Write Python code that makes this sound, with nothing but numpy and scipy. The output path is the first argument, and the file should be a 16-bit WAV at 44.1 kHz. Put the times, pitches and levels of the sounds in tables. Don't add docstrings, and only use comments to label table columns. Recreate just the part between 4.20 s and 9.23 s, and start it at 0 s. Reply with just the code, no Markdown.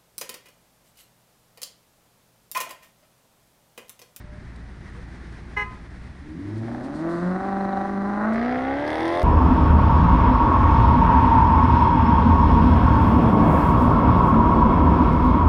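import sys
import numpy as np
from scipy import signal
from scipy.fft import rfft, irfft, next_fast_len
from scipy.io import wavfile
from scipy.ndimage import uniform_filter1d

SR = 44100
rng = np.random.default_rng(int(sys.argv[2]) if len(sys.argv) > 2 else 0)


def generate_wav(sig):
    pcm = np.round(np.clip(np.atleast_2d(sig).T, -1, 1) * 32767).astype(np.int16)
    wavfile.write(sys.argv[1], SR, pcm)


N = 221861
T = np.arange(N) / SR


# (time [s], firing rate [Hz])
REVS = [(1.9, 59.2), (2.0, 67), (2.09, 77), (2.14, 78.5), (2.2, 94.84), (2.29, 102.8), (2.43, 113.0),
        (2.6, 124.42), (2.84, 164.6), (2.92, 169.75), (3.0, 173.41), (3.08, 181.24), (3.16, 186.29),
        (3.25, 195.61), (3.58, 195.21), (3.71, 198.61), (3.8, 196.76), (3.98, 207.81), (4.12, 222.31),
        (4.2, 232.37), (4.28, 246.67), (4.4, 256.55), (4.52, 272.99), (4.6, 288.53), (4.76, 314.26),
        (4.95, 345.69), (5.03, 358.72)]
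def engine(idle_hz=57.08, idle_until_s=1.82, hunt_hz=0.588, lead_fires_s=4.1934, echo_db=-14):
    rate_hz, = follow([(idle_until_s, idle_hz), *REVS])
    load = ramp(rate_hz, 66, 15)
    rate_hz = rate_hz + hunt_hz * (1 - load) * drift(3.08)
    turns = np.cumsum(rate_hz) / SR
    turns += (1 - np.interp(lead_fires_s, T, turns)) % len(CYLINDERS)
    behind, = follow([(4.05, 0.19), (4.2, 0.67), (4.7, 0.91)])
    pipes = tailpipes(turns, rate_hz, behind) + cracks(turns) + rattle(turns) + pops()
    notes = boom(turns, rate_hz) + load * silencer(turns, rate_hz) + snarl(turns, rate_hz)
    direct = notes + burble(turns, rate_hz, behind) + pipes
    return amp(echo_db) * street(pipes, t60=0.046) - direct


# (silencer strength [dB], lateness [firing intervals], side strength [dB], rear strength [dB])
CYLINDERS = [(3.5, -0.0038, 3, -1), (3.5, 0.013, 5, 4), (3, 0.037, 1, 1), (-6, -0.031, -5, -2.5),
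             (1.5, -0.031, 1.5, -1), (1.2, 0.0026, -3, 0), (1, 0.032, 0.5, 3.5), (-0.5, -0.012, -0.5, -0.5)]
LUMP_DB, LATE, SIDE_DB, REAR_DB = np.transpose(CYLINDERS)
def firings(turns, cylinders_db, scatter_db, jitter, depth=1):
    number = np.arange(int(turns[0]) + 1, int(turns[-1]))
    cylinder = number % len(CYLINDERS)
    burn, slip = rng.standard_normal((2000, 2))[number].T
    at = np.clip(np.interp(number + LATE[cylinder] + jitter * slip, turns, np.arange(N)), 0, N - 2)
    whole = at.astype(int)
    size = amp(np.broadcast_to(depth, N)[whole] * cylinders_db[cylinder] + scatter_db * burn)
    return np.bincount(whole, size * (1 - at + whole), N) + np.bincount(whole + 1, size * (at - whole), N)


def uneven_part(clicks, turns, share=1):
    even = firings(turns, np.zeros(len(CYLINDERS)), scatter_db=1, jitter=0)
    return clicks - share * even * clicks.sum() / even.sum()


def puffs(clicks, decay_s):
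    envelope = signal.lfilter([1], [1, -np.exp(-1 / (decay_s * SR))], clicks)
    return steady(envelope * rng.standard_normal(N))


# (centre [Hz], width [Hz], gain [dB])
RESONANCES = [(55.5, 22, -26), (108.5, 14.4, -23), (180.4, 10, -29), (209.8, 39, -25), (247, 83, -25.5),
              (331.7, 30, -29), (570, 210, -38.5)]
# (time [s], gain [dB])
BOOM_DB = [(2.4, -1), (2.75, 0.5), (3.0, 3.5), (3.16, 3), (3.22, -7.5), (3.33, -2), (3.45, 0), (3.7, -1),
           (3.9, 0.5), (4.2, 0.5), (4.35, -1.5), (4.9, 2.5)]
# (frequency [Hz], level [dB])
OCTAVE = [(114, -49), (150, -53), (175, -33.5), (195, -52), (215, -38.5), (236, -32), (262, -32),
          (285, -32.5), (315, -31), (335, -27), (365, -37.5), (385, -40), (405, -38), (440, -43),
          (500, -36), (605, -39), (645, -51), (690, -34)]
def boom(turns, rate_hz, full_flow_hz=164, flow_db_per_octave=10.5, waver_db=1.5):
    flow = amp(flow_db_per_octave * np.minimum(np.log2(rate_hz / full_flow_hz), 0))
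    resonance = np.sqrt(sum((amp(db) / (1 + (2 * (rate_hz - centre) / width) ** 2)) ** 2
                            for centre, width, db in RESONANCES))
    swell_db, = follow(BOOM_DB)
    first = flow * resonance * amp(swell_db + waver_db * drift(6.3))
    second = amp(lookup(2 * rate_hz, OCTAVE) + waver_db * drift(9.9))
    return np.sqrt(2) * (first * np.cos(2 * np.pi * turns) + second * np.cos(4 * np.pi * turns))


# (frequency [Hz], relative gain [dB])
IDLE = [(15, -68.5), (24, 19.5), (45, -7), (72, 14), (100, 3), (165, 2.5), (240, -16.5), (380, -30),
        (600, -62.5)]
PIPE = [(20, -10.5), (70, -1.5), (140, -10.5), (220, 7), (270, 6), (330, 8), (385, -1.5), (450, -31),
        (650, -71.5)]
PIPE_BEHIND = [(20, -26), (70, 2.5), (140, 8), (220, -19), (300, 9), (400, 11), (450, 6), (620, -66.5)]
def burble(turns, rate_hz, behind, idle_db=-42, load_db=-33.5, behind_db=-9):
    pull = ramp(rate_hz, 70, 51.2)
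    idling = uneven_part(firings(turns, LUMP_DB, scatter_db=5.5, jitter=.054), turns)
    pulling = uneven_part(firings(turns, .7 * LUMP_DB, scatter_db=1.1, jitter=.01), turns)
    leaving = uneven_part(firings(turns, .8 * LUMP_DB, scatter_db=.9, jitter=.005), turns)
    loaded = blend(colour(pulling, PIPE), colour(leaving, PIPE_BEHIND), behind)
    level_db = idle_db + (load_db - idle_db) * pull + behind_db * behind
    return amp(level_db) * blend(colour(idling, IDLE), loaded, np.sqrt(pull))


def silencer(turns, rate_hz, centre_hz=292, width_hz=48, ring_db=-37):
    ring = sum(np.exp(-((k * rate_hz - centre_hz) / width_hz) ** 2) * np.cos(2 * np.pi * k * turns)
               for k in (3, 4))
    return np.sqrt(2) * amp(ring_db) * ring


# (time [s], effort [dB])
PEDAL = [(2.2, -21.5), (2.52, -5.5), (2.78, -6), (2.87, 1), (3.0, -1.5), (3.6, 3), (3.72, -1), (4.05, 3.5),
         (4.6, 5), (4.7, 8.5)]
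# (time [s], depth [ratio])
LOPE = [(2.4, .8), (2.8, .35), (3.0, .5), (3.25, 1.3), (3.65, 1.35), (3.8, .85), (4.05, 1)]
def tailpipes(turns, rate_hz, behind, db_per_octave=4.5):
    throttle, = follow([(2.05, 0.12), (2.25, 0.93)])
    pedal_db, = follow(PEDAL)
    unequal, = follow(LOPE)
    blast_db = -31 + db_per_octave * np.log2(rate_hz / 204.6) + pedal_db
    turns = turns + .022 * (1 - .55 * behind) * drift(24)
    gentle = firings(turns, .7 * SIDE_DB, scatter_db=1.6, jitter=.01, depth=unequal)
    fronts = firings(turns, 1.1 * SIDE_DB, scatter_db=1.4, jitter=.012, depth=unequal)
    hard = firings(turns, REAR_DB, scatter_db=1.0, jitter=.01)
    lope = steady(uneven_part(hard, turns, share=.5))
    blast = amp(blast_db) * (bark(gentle, hard, lope, behind) + rasp(fronts, hard, lope, behind))
    gas = amp(.69 * blast_db) * hiss(turns, rate_hz, fronts, behind)
    return throttle * (blast + gas + pipe_mouth(turns, unequal))


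# (frequency [Hz], relative gain [dB])
BARK_AHEAD = [(250, -54), (390, -22), (480, 7.5), (600, 11.5), (690, 9.5), (800, -10.5), (900, 4),
              (1020, 0), (1300, -52.5)]
BARK_SIDE = [(250, -60), (390, -26), (470, 8), (580, 3.5), (690, 3.5), (780, 11.5), (900, -1), (1020, 4.5),
             (1300, -65.5)]
BARK_BEHIND = [(250, -61.5), (390, 13.5), (470, 11), (600, 10.5), (700, -0.5), (820, 15.5), (950, -5.5),
               (1080, 1), (1350, -54.5)]
def bark(gentle, hard, lope, behind, abreast_s=3.09, gain_db=1, behind_db=-16):
    chuffs = steady(gentle) + .2 * puffs(gentle, .003)
    side = blend(colour(chuffs, BARK_AHEAD), colour(chuffs, BARK_SIDE), ramp(T, abreast_s, 0.079))
    rear = colour(lope + .15 * puffs(hard, .003), BARK_BEHIND)
    return amp(gain_db + behind_db * behind) * steady(reflected(blend(side, rear, behind)))


# (frequency [Hz], relative gain [dB])
RASP_SIDE = [(600, -17.5), (900, 1), (1100, 25), (1350, 20.5), (1520, 20.5), (1700, 12.5), (1950, 17),
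             (2200, -40.5), (2600, -48), (4000, -69.5)]
RASP_BEHIND = [(600, -8.5), (900, 10), (1100, 1), (1280, 3), (1450, -2), (1700, 1), (2080, 7), (2400, -13),
               (2750, -11), (4500, -68.5)]
# (time [s], gain [dB])
RASP_DB = [(2.35, -10), (2.7, -0.5), (2.85, -1.5), (2.95, 2), (3.15, 2), (3.45, -1), (3.7, 0), (3.9, .5),
           (4.05, -1), (4.6, -0.5), (5.0, -4.5)]
def rasp(fronts, hard, lope, behind, aim_s=4.055, aim_width_s=.055, gain_db=-6, behind_db=-4):
    surge_db, = follow(RASP_DB)
    aim_db = 5.5 * np.exp(-((T - aim_s) / aim_width_s) ** 2)
    side = colour(steady(fronts) + .2 * puffs(fronts, .002), RASP_SIDE)
    rear = colour(lope + .3 * puffs(hard, .002), RASP_BEHIND)
    level_db = gain_db + surge_db + behind_db * behind + aim_db
    return amp(level_db) * steady(reflected(blend(side, rear, behind)))


# (frequency [Hz], relative gain [dB])
HISS_SIDE = [(1500, -30.5), (2600, -2), (3200, -14), (4000, 2.5), (5000, -13), (6200, -8), (7500, -41),
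             (9400, -10.5), (10300, -37), (13000, -42.5)]
HISS_BEHIND = [(1500, -11), (2600, -7), (3000, 5.5), (3450, 8), (4100, -2), (5000, -8), (6200, -16),
               (7500, -38), (9400, -32), (10300, -40), (13000, -43.5)]
HISS_TORN = [(1500, -12), (2600, 1), (3000, 2.5), (3400, 11), (4100, 1), (5000, -0.5), (6200, -9.5),
             (7500, -24), (9400, -6.5), (10300, -35), (13000, -23)]
def hiss(turns, rate_hz, fronts, behind, gain_db=-45, behind_db=12, tear_hz=293, tear_db=3.5):
    spits = firings(turns, 2.2 * REAR_DB, scatter_db=1.5, jitter=.009)
    bursts = firings(turns, np.array([0, 13, 4, 0, 0, 8, 2, 0]), scatter_db=2.5, jitter=.02)
    side = colour(puffs(fronts, .0055) + .11 * rng.standard_normal(N), HISS_SIDE)
    rear = colour(puffs(spits, .0035) + .35 * rng.standard_normal(N), HISS_BEHIND)
    crackle = colour(puffs(bursts, .0018) + .25 * rng.standard_normal(N), HISS_TORN)
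    torn = ramp(rate_hz, tear_hz, 7.5)
    level_db = gain_db + behind_db * behind + tear_db * torn
    return amp(level_db) * blend(blend(side, rear, behind), crackle, torn)


# (frequency [Hz], relative gain [dB])
MOUTH = [(450, -51), (640, -12), (740, -2), (790, 6.5), (850, -5.5), (950, -18.5), (1300, -59), (3000, -91)]
# (time [s], relative level [dB])
MOUTH_DB = [(2.3, -66), (2.52, -47.5), (2.7, -44.5), (2.85, -52), (3.1, -47), (3.22, -41), (3.35, -35.5),
            (3.48, -47), (3.57, -32.5), (3.65, -36), (3.72, -52), (3.85, -71)]
def pipe_mouth(turns, unequal):
    level_db, = follow(MOUTH_DB)
    knocks = firings(turns + .014 * drift(45), SIDE_DB, scatter_db=2.0, jitter=.02, depth=unequal)
    return amp(level_db) * steady(colour(knocks, MOUTH))


# (multiple of crank speed [ratio], level turning away [dB], level from straight behind [dB])
SNARL = [(1, -42, -37), (1.5, -52.5, -40), (2.5, -44, -47), (3, -52, -36.5), (3.5, -48.5, -40.5),
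         (4.5, -45, -33.5), (5, -39, -31), (5.5, -43, -49), (6, -43, -31.5), (6.5, -46.5, -52),
         (7, -37, -33), (7.5, -49, -57), (8.5, -52, -50), (9, -47.5, -47.5), (9.5, -59, -51),
         (10, -51.5, -37.5), (10.5, -57, -45), (11, -44, -44), (11.5, -50.5, -56), (12, -39.5, -40),
         (12.5, -60.5, -46), (13, -50, -42), (14, -54.5, -47), (17, -47.5, -54), (19, -49.5, -51.5),
         (21, -45, -53), (22, -47.5, -46)]
# (frequency [Hz], gain [dB])
SNARL_PIPE = [(300, -6.5), (400, -6.5), (455, -6.5), (520, -3), (600, 2.5), (645, 7), (690, 6.5),
              (740, 3.5), (775, -1), (810, 2.5), (850, 1.5), (900, -4.5), (950, -9.5), (1020, -0.5),
              (1200, 0)]
def snarl(turns, rate_hz, from_s=3.89, away_s=4.41, waver_db=2.5, dispersion=.9):
    crank, crank_hz = turns / 4, rate_hz / 4
    away = ramp(T, away_s, 0.26)
    partials = np.zeros(N)
    for k, turning_db, away_db in SNARL:
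        db = turning_db + (away_db - turning_db) * away + lookup(k * crank_hz, SNARL_PIPE)
        swell_db, wobble = waver_db * drift(9), .22 * drift(45)
        partials += amp(db + swell_db) * np.cos(2 * np.pi * k * crank + dispersion * k * k + wobble)
    return np.sqrt(2) * ramp(T, from_s, 0.25) * partials


# (frequency [Hz], relative gain [dB])
CRACK = [(600, -24), (1000, 6), (1500, 11.5), (2050, 10), (2700, -12.5), (3500, -15.5), (5000, -14.5),
         (6200, -30), (9500, -43), (13000, -55.5)]
def cracks(turns):
    level_db, = follow([(4.08, -85), (4.16, -35.5), (4.32, -35), (4.42, -44),
                        (4.6, -44), (4.75, -54), (5.03, -60)])
    shocks = firings(turns, 2.2 * REAR_DB, scatter_db=1.0, jitter=.008)
    return amp(level_db) * steady(reflected(colour(shocks, CRACK)))


# (time [s], relative level [dB])
POPS = [(2.4344, -19.5), (2.4822, -15.5), (2.5157, -14.5), (2.548, -11), (2.581, -17), (2.6113, -16)]
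# (frequency [Hz], relative gain [dB])
POP_COLOUR = [(300, -30), (700, 12), (1100, 0), (1700, 4), (2050, -6), (2400, -25), (4000, -23),
              (9000, -39), (13000, -50)]
def pops():
    clicks = np.zeros(N)
    for s, db in POPS:
        clicks[round(s * SR)] = amp(db)
    return reflected(colour(clicks, POP_COLOUR))


def rattle(turns, ring_s=0.0016):
    level_db, = follow([(3.3, -69), (3.55, -60.5), (3.8, -75)])
    knocks = firings(turns, 4 * SIDE_DB, scatter_db=2.5, jitter=.02)
    held = ramp(T, 2.9, .3) - ramp(T, 3.85, .3)
    metal = [(2500, -35.5), (3500, -4), (4050, 9), (4500, -16), (6000, -36)]
    return held * amp(level_db) * colour(puffs(knocks, ring_s), metal)


# (harmonic [number], low horn level [dB], high horn level [dB])
HORN = [(1, -40, -50), (2, -36.5, -33.5), (3, -37.5, -45), (4, -33.5, -27), (5, -33, -49.5), (6, -46, -62),
        (7, -44, -71), (8, -62, -60), (9, -63, -75), (10, -61, -67), (11, -70, -65), (13, -63, -70),
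        (14, -66, -75), (15, -63, -70), (17, -73, -66)]
# (frequency [Hz], gain [dB])
HORN_RING = [(420, -14), (830, -19), (1020, -3.5), (1250, -4), (1670, -17), (2050, -24), (2500, -6),
             (3000, -24), (4200, -33)]
def horn(start_s=1.363, length_s=0.057, rise_s=0.01, release_s=0.017, ring_s=0.063,
         low_hz=416.5, high_hz=511, sag_per_s=0.45, dispersion=0.36):
    t = np.maximum(T - start_s, 0)
    after = np.maximum(t - length_s, 0)
    direct, ring = np.exp(-after / release_s), np.exp(-after / ring_s)
    slack = t - sag_per_s * np.minimum(after, 2 * release_s) ** 2 / 2
    low, high = (hz * slack + .006 * drift(150) for hz in (low_hz, high_hz))
    tone = np.zeros(N)
    for k, low_db, high_db in HORN:
        for cycles, hz, db in ((low, low_hz, low_db), (high, high_hz, high_db)):
            fade = np.maximum(direct, ring * amp(lookup(k * hz, HORN_RING)))
            tone += amp(db) * fade * np.cos(2 * np.pi * k * cycles + dispersion * k ** 2)
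    chatter = 1 + 0.11 * drift(320)
    return np.sqrt(2) * np.minimum(t / rise_s, 1) * chatter * tone


# (time [s], relative peak [dB], rise [s], decay [s])
GRIT = [(0.361, -54.5, 0.0014, 0.0054), (1.126, -55, .001, .004), (2.385, -57.5, 0.014, 0.016),
        (2.528, -64.5, 0.023, 0.027), (2.65, -57, 0.022, 0.03), (2.766, -56, 0.028, 0.074),
        (2.913, -56.5, 0.023, 0.27), (4.133, -51.5, .001, 0.013)]
def grit(gain=0.94):
    snaps = sum(amp(db) * np.exp(-(np.minimum(T - s, 0) / rise_s) ** 2 - np.maximum(T - s, 0) / decay_s)
                for s, db, rise_s, decay_s in GRIT)
    stone = [(1500, -21.5), (3000, -6), (4200, 3.5), (6000, -7),
             (9500, -6.5), (10500, -22.5), (13000, -27.5)]
    return gain * colour(snaps * rng.standard_normal(N), stone)


def reflected(x, ground_s=0.00122, ground=0.19, far_pipe_s=.0069, far_pipe=0.24):
    return x + ground * np.interp(T - ground_s, T, x) + far_pipe * np.interp(T - far_pipe_s, T, x)


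def street(x, t60, first_s=0.02, echoes_per_s=2000):
    t = np.arange(SR) / SR
    taps = rng.choice([-1, 1], SR) * (rng.random(SR) < echoes_per_s / SR)
    taps = taps * (t > first_s) * amp(-60 * t / t60)
    return signal.oaconvolve(x, taps / np.linalg.norm(taps))[:N]


# (frequency [Hz], relative gain [dB])
TRAFFIC = [(30, 1.5), (200, 8.5), (400, -1), (500, -8), (650, -6.5), (850, -6.5), (1300, -8), (1900, -4.5),
           (2300, -12), (2800, -19), (4000, -20), (5500, -24), (7500, -31.5), (9300, -30), (10500, -38.5),
           (13000, -56)]
# (time [s], level [dB])
TRAFFIC_DB = [(0, -47), (1.0, -43.5), (2.0, -46.5), (2.5, -43.5), (5.03, -44.5)]
def traffic(swell_db=1.1):
    level_db, = follow(TRAFFIC_DB)
    wash = colour(rng.standard_normal(N), TRAFFIC)
    return amp(level_db + swell_db * drift(16)) * wash / wash.std()


# (start [s], end [s], first pitch [Hz], last pitch [Hz], level [dB])
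FAR_TONES = [(0, 0.22, 592, 606, -55), (0.744, 0.826, 464, 505, -52), (0.848, 1.567, 328, 365.7, -54.5)]
def far_tones(waver_db=1.2):
    tones = np.zeros(N)
    for start, end, from_hz, to_hz, db in FAR_TONES:
        arch = np.sqrt(2 * abs(np.sin(np.pi * ramp(T, start, end - start))))
        cycles = np.cumsum(np.interp(T, [start, end], [from_hz, to_hz])) / SR
        tones += amp(db + waver_db * drift(8)) * arch * np.sin(2 * np.pi * cycles)
    return tones


def amp(db):
    return 10 ** (np.asarray(db) / 20)


def ramp(x, start, span):
    return np.clip((x - start) / span, 0, 1)


def lookup(x, table):
    return np.interp(x, *np.transpose(table))


def follow(table):
    s, *columns = np.transpose(table)
    return [np.interp(T, s, c) for c in columns]


def steady(x, size=3500):
    return x / np.sqrt(abs(uniform_filter1d(uniform_filter1d(x * x, size), size)) + 1e-14)


def blend(a, b, share):
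    return steady((1 - share) * steady(a) + share * steady(b))


def colour(x, points):
    hz, db = np.transpose(points)
    grid = np.abs(np.fft.fftfreq(8192, 1 / SR))
    log_gain = np.log(amp(np.interp(np.log(grid + 1), np.log(hz + 1), db)))
    ring = np.fft.ifft(np.exp(np.conj(signal.hilbert(log_gain)))).real[:4096]
    return signal.oaconvolve(x, ring / np.linalg.norm(ring))[:N]


def drift(hz):
    size = next_fast_len(N)
    rolloff = np.exp(-(np.fft.rfftfreq(size, 1 / SR) / hz) ** 2)
    slow = irfft(rfft(rng.standard_normal(size)) * rolloff, size)[:N]
    return slow / slow.std()


def scene():
    beep = horn()
    houses = [(300, 1), (800, -5.5), (1200, 0), (1600, -3), (2100, -13.5), (3000, -9), (9000, -39)]
    beep_echo = amp(-27.5) * colour(street(beep, t60=.6, first_s=.08), houses)
    return (engine() + beep + beep_echo + grit() + traffic() + far_tones())[None]


def record(dry):
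    lowpass = signal.firwin(255, cutoff=13800, window=("kaiser", 9), fs=SR)
    return signal.oaconvolve(dry, lowpass[None], "same")


dry = scene()
out = record(dry)
generate_wav(out)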